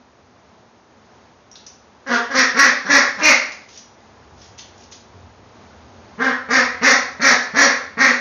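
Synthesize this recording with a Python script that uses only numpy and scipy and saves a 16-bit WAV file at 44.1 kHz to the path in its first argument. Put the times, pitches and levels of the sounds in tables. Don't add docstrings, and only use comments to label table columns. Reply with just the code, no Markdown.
import sys
import numpy as np
from scipy import signal
from scipy.fft import rfft, irfft, next_fast_len
from scipy.io import wavfile
from scipy.ndimage import map_coordinates

SR = 44100
rng = np.random.default_rng(int(sys.argv[2]) if len(sys.argv) > 2 else 0)


def digitize_waveform(pressure):
    field = np.atleast_2d(pressure).T
    bounded = np.clip(field, -1, 1)
    quanta = np.round(bounded * 32767).astype(np.int16)
    wavfile.write(sys.argv[1], SR, quanta)


N = 361682


def amp(db):
    return 10 ** (np.asarray(db) / 20)


def unit(x):
    return x / np.sqrt(np.mean(x ** 2) + 1e-20)


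def along(points, f_hz):
    knots_hz, values = np.transpose(points)
    return np.interp(np.log(f_hz + 1), np.log(knots_hz), values)


def wobble(rate_hz, size):
    knots = rng.standard_normal(SR // 20)
    return map_coordinates(knots, [np.arange(size) * rate_hz / SR], mode="wrap")


def filtered(x, response):
    m = next_fast_len(len(x) + SR // 10)
    f_hz = np.fft.rfftfreq(m, 1 / SR)
    return irfft(rfft(x, m) * response(f_hz), m)[:len(x)]


def resonance(f, center_hz, width_hz):
    damping = 1j * f * width_hz
    return damping / (center_hz * center_hz - f * f + damping)


def add(track, t_s, sound):
    part = track[round(t_s * SR):][:len(sound)]
    part += sound[:len(part)]


# f/Hz, level/dB per Hz
HUSH_SPECTRUM = [(15, -52), (25, -28.5), (37, -22.5), (70, -5), (117, -5.5), (148, -11), (241, -0.5),
                 (291, -8), (385, -5.5), (547, -7), (894, -6.5), (2810, -21.5), (6680, -24), (8680, -66.5),
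                 (14700, -120)]
# t/s, level/dB
HUSH_LEVEL = [(0, -51), (1.9, -50.5), (4, -49), (5, -48), (6, -46.5), (8.2, -47.5)]
# t/s, level/dB
RUMBLE_LEVEL = [(0, -63), (3.8, -74), (4.35, -50), (5.05, -66), (5.15, -48), (5.45, -57), (5.85, -52),
                (8.2, -59)]


def background(drift_db=1.0, lumps_db=2):
    t = np.arange(N) / SR
    hush_db = np.interp(t, *np.transpose(HUSH_LEVEL)) + drift_db * wobble(5, N)
    rumble_db = np.interp(t, *np.transpose(RUMBLE_LEVEL)) + lumps_db * wobble(7.6, N)
    hush = unit(filtered(rng.standard_normal(N), lambda f: amp(along(HUSH_SPECTRUM, f))))
    rumble = unit(filtered(rng.standard_normal(N), lambda f: resonance(f, 88, 44) ** 2))
    return hush * amp(hush_db) + rumble * amp(rumble_db)


# f/Hz, level/dB per Hz
PAPER_SPECTRUM = [(700, -22), (1800, -13.5), (3000, -10.5), (4500, -9), (5800, -4), (6800, -7)]


def paper_noise(n):
    return filtered(rng.standard_normal(n), lambda f: amp(along(PAPER_SPECTRUM, f)))


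# t/s, onset level/dB before room gain, ring f/Hz
FOOT_PATS = [(1.514, -42.5, 5770), (1.556, -39, 3700), (1.665, -34, 5640), (3.52, -34, 4670),
             (3.775, -37, 5820), (4.581, -39, 5840), (4.593, -36, 3120), (4.837, -45, 5390),
             (4.915, -43.5, 6100)]
# t/s, length/s, level/dB before room gain
FOOT_SCUFFS = [(1.533, .12, -64), (3.619, 0.25, -51), (4.343, 0.17, -53.5), (4.567, 0.055, -44.5),
               (4.741, .14, -55.5), (4.903, .044, -44)]
PAT_T60_S = 0.034


def feet(grain_db=5, ring_width_hz=600, ring_db=12.5):
    track = np.zeros(N)
    t = np.arange(SR // 10) / SR
    for t_s, level_db, ring_hz in FOOT_PATS:
        ringing = lambda f: 1 + amp(ring_db) * resonance(f, ring_hz, ring_width_hz)
        tick = unit(filtered(paper_noise(len(t)), ringing))
        add(track, t_s, amp(level_db - 60 * t / PAT_T60_S) * tick)
    for t_s, length_s, level_db in FOOT_SCUFFS:
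        n = int(length_s * SR)
        crackle = paper_noise(n) * amp(grain_db * wobble(180, n))
        add(track, t_s, amp(level_db) * unit(crackle * np.hanning(n)))
    return track


RELEASE = 0.6
START_DB, HOLD_DB, END_DB = -18.5, -1.5, -11.5


def effort(u, attack):
    swell = np.maximum(1 - u / attack, 0)
    fade = np.maximum(1 - (1 - u) / RELEASE, 0)
    return HOLD_DB + START_DB * swell ** 3 + END_DB * fade ** 3


def syrinx(phase, rough):
    harmonics = np.arange(2, 36)[:, None]
    snaps = unit(np.cos(harmonics * phase).sum(axis=0))
    air = unit(rng.standard_normal(len(phase)) * np.exp(np.cos(phase)))
    air_share = lambda f: np.clip(rough * np.sqrt(f / 1500), 0, .95)
    snaps = filtered(snaps, lambda f: np.sqrt(1 - air_share(f)))
    return snaps + filtered(air, lambda f: np.sqrt(air_share(f)))


# f/Hz, level/dB per Hz
THROAT_RESPONSE = [(220, -55.5), (380, -14.5), (551, -14), (668, -13.5), (839, -15.5), (934, -13.5),
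                   (1230, -7.5), (1440, -9.5), (1850, -1.5), (2320, -11), (2950, -25), (3540, -19.5),
                   (4340, -16), (5650, -15), (6680, -19.5), (8680, -55.5), (14700, -120)]
# f/Hz, width/Hz, level/dB before the rasp-dependent gain
WINDPIPE_MODES = [(4414, 170, -5), (5677, 370, -1)]
BILL_REF_HZ = 1890


def throat(f, bill_hz, ring_db):
    slide_share = np.interp(f, [700, 1400, 2800, 4000], [0, 1, 1, 0])
    slide = (BILL_REF_HZ / bill_hz) ** slide_share
    windpipe = sum(amp(level_db + ring_db) * resonance(f, center_hz, width_hz)
                   for center_hz, width_hz, level_db in WINDPIPE_MODES)
    return amp(along(THROAT_RESPONSE, f * slide)) * (1 + windpipe)


GLIDE_KNOTS = [.06, .28, .66, .97]


def quack(length_s, attack, glide_hz, rough, bill_hz, rasp_db, hum_db, half_shut=1.2, bright=0.35,
          flutter_db=3.0, honk_db=-10, honk_width_hz=750, octave_db=-1, ring=.8):
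    u = np.linspace(0, 1, int(length_s * SR))
    n = len(u)
    effort_db = effort(u, attack)
    jitter = (.015 + .035 * rough) * (1 - effort_db / 14)
    pitch_hz = np.interp(u, GLIDE_KNOTS, glide_hz) * (1 + jitter * wobble(219.5, n))
    phase = 2 * np.pi * np.cumsum(pitch_hz) / SR
    drive = amp(effort_db + flutter_db * wobble(196.7, n))

    tract = lambda f: throat(f, bill_hz, ring * rasp_db)
    muffled = lambda f: tract(f) / np.hypot(1, (f / (half_shut * bill_hz)) ** 2)
    shut = unit(filtered(drive * syrinx(phase, 2 * rough), muffled))
    gape = np.interp(bill_hz, [1600, BILL_REF_HZ], [-1, 1])
    honk = lambda f: tract(f) * (1 + gape * amp(honk_db) * resonance(f, bill_hz, honk_width_hz))
    wide = unit(filtered(drive * syrinx(phase, rough), honk))
    opening = np.interp(u, [.05, .22], [0, 1])
    voice = (1 - opening) * shut + opening * wide

    rasp = filtered(voice, lambda f: 1 / (1 + (3200 / (f + 1)) ** 10))
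    body = voice - rasp
    clear = np.sin(phase) + (1 - rough) * amp(octave_db) * np.sin(2 * phase)
    hum = unit(clear * amp(.5 * effort_db + 0.61 * flutter_db * wobble(150, n)))
    sound = body + rasp * amp(rasp_db + bright * effort_db) + amp(hum_db) * hum
    return sound * signal.windows.tukey(n, .04)


# t/s, pitch f/Hz, level/dB before room gain, roughness 0-1
LEAD_IN_NOTES = [(2.058, 275.8, -25, .3), (2.292, 274.5, -23.5, .2), (2.846, 199.8, -23.5, .7),
                 (3.171, 209, -25, .9)]
LEAD_S, LEAD_BILL_HZ, LEAD_RASP_DB, LEAD_HUM_DB = 0.067, 1690, -6, -12
# t/s, length/s, held pitch f/Hz, level/dB before room gain, roughness 0-1, bill f/Hz
QUACK_CALLS = [ (2.088, 0.089, 237.3, -15, .4, 1580), (2.336, 0.098, 261.5, -11.5, .37, 1887),
               (2.541, .156, 281.2, -11, .45, 1922), (2.883, 0.12, 281.3, -10, .5, 1945),
               (3.209, .118, 301, -9, 0.29, 2174), (6.178, .14, 262.4, -16.5, .42, 1704),
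               (6.484, 0.14, 260.2, -12.5, 0.38, 1876), (6.81, 0.13, 272.7, -10, .5, 1946),
               (7.193, .15, 266.8, -11, .65, 1904), (7.534, 0.15, 281.4, -10.5, .55, 1885),
               (7.968, .15, 266.9, -12, 0.49, 1940)]
SLACK_HZ, END_HZ = 203.04, 236
COLD_ATTACK, WARM_ATTACK = 0.41, .3
FULL_DB = -11.5
FULL_RASP_DB, RASP_DB_PER_DB = 1.53, 3
FULL_HUM_DB, HUM_DB_PER_DB = -13.5, 0.87


def duck():
    track = np.zeros(N)
    for t_s, pitch_hz, level_db, rough in LEAD_IN_NOTES:
        glide_hz = [pitch_hz] * len(GLIDE_KNOTS)
        note = quack(LEAD_S, WARM_ATTACK, glide_hz, rough, LEAD_BILL_HZ, LEAD_RASP_DB, LEAD_HUM_DB)
        add(track, t_s, amp(level_db) * note)
    for t_s, length_s, pitch_hz, level_db, rough, bill_hz in QUACK_CALLS:
        led_in = any(0 < t_s - lead[0] < 2 * LEAD_S for lead in LEAD_IN_NOTES)
        open_hz, attack = (pitch_hz, WARM_ATTACK) if led_in else (SLACK_HZ, COLD_ATTACK)
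        glide_hz = [open_hz, pitch_hz, pitch_hz, END_HZ]
        soft_db = max(FULL_DB - level_db, 0)
        rasp_db = FULL_RASP_DB - RASP_DB_PER_DB * soft_db
        hum_db = FULL_HUM_DB + HUM_DB_PER_DB * soft_db
        call = quack(length_s, attack, glide_hz, rough, bill_hz, rasp_db, hum_db)
        add(track, t_s, amp(level_db) * call)
    return track


# f/Hz, t60/s
TILE_T60 = [(400, 0.55), (1000, 0.51), (2000, 0.5), (4000, .48), (7000, 0.38)]
# f/Hz, width/Hz, level/dB before wet gain
ROOM_MODES = [(175, 17, 2), (232, 5.2, -3), (244.1, 5.5, 5.5), (260.3, 4.8, 0), (277.4, 4.2, -4.5),
              (283, 4.8, -16)]


def bathroom(x, direct_db, wet_db, dense_hz=400, count=20):
    echo = np.zeros(N)
    for block in np.array_split(np.arange(N), count):
        f_hz, t, z = signal.stft(rng.standard_normal(SR * 2 // 3), SR, nperseg=256)
        decay_db = -60 * t / along(TILE_T60, f_hz)[:, None]
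        tail = signal.istft(z * amp(decay_db), SR, nperseg=256)[1]
        tail = tail / np.linalg.norm(tail)
        add(echo, block[0] / SR + 0.0022, signal.fftconvolve(x[block], tail))
    dense = filtered(echo, lambda f: f ** 4 / np.hypot(f ** 4, dense_hz ** 4))
    modes = lambda f: sum(amp(level_db) * resonance(f, center_hz, width_hz)
                          for center_hz, width_hz, level_db in ROOM_MODES)
    waves = filtered(x, modes)
    return amp(direct_db) * x + amp(wet_db) * (dense + waves)


def scene():
    steps = bathroom(feet(), direct_db=4.5, wet_db=7.0)
    quacks = bathroom(duck(), direct_db=-9.5, wet_db=-1)
    return (background() + steps + quacks)[None]


BAND_HZ, TOP_HZ = 6880, 15870


def record(dry, headroom=0.8, low_hz=48):
    rounded = dry[0] / (1 + (dry[0] / headroom) ** 6) ** (1 / 6)
    band = filtered(rounded, lambda f: (f < BAND_HZ) * f ** 2 / np.hypot(f ** 2, low_hz ** 2))
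    clipped = np.clip(band, -.72, .72)
    return filtered(clipped, lambda f: f < TOP_HZ)[None]


dry = scene()
out = record(dry)
digitize_waveform(out)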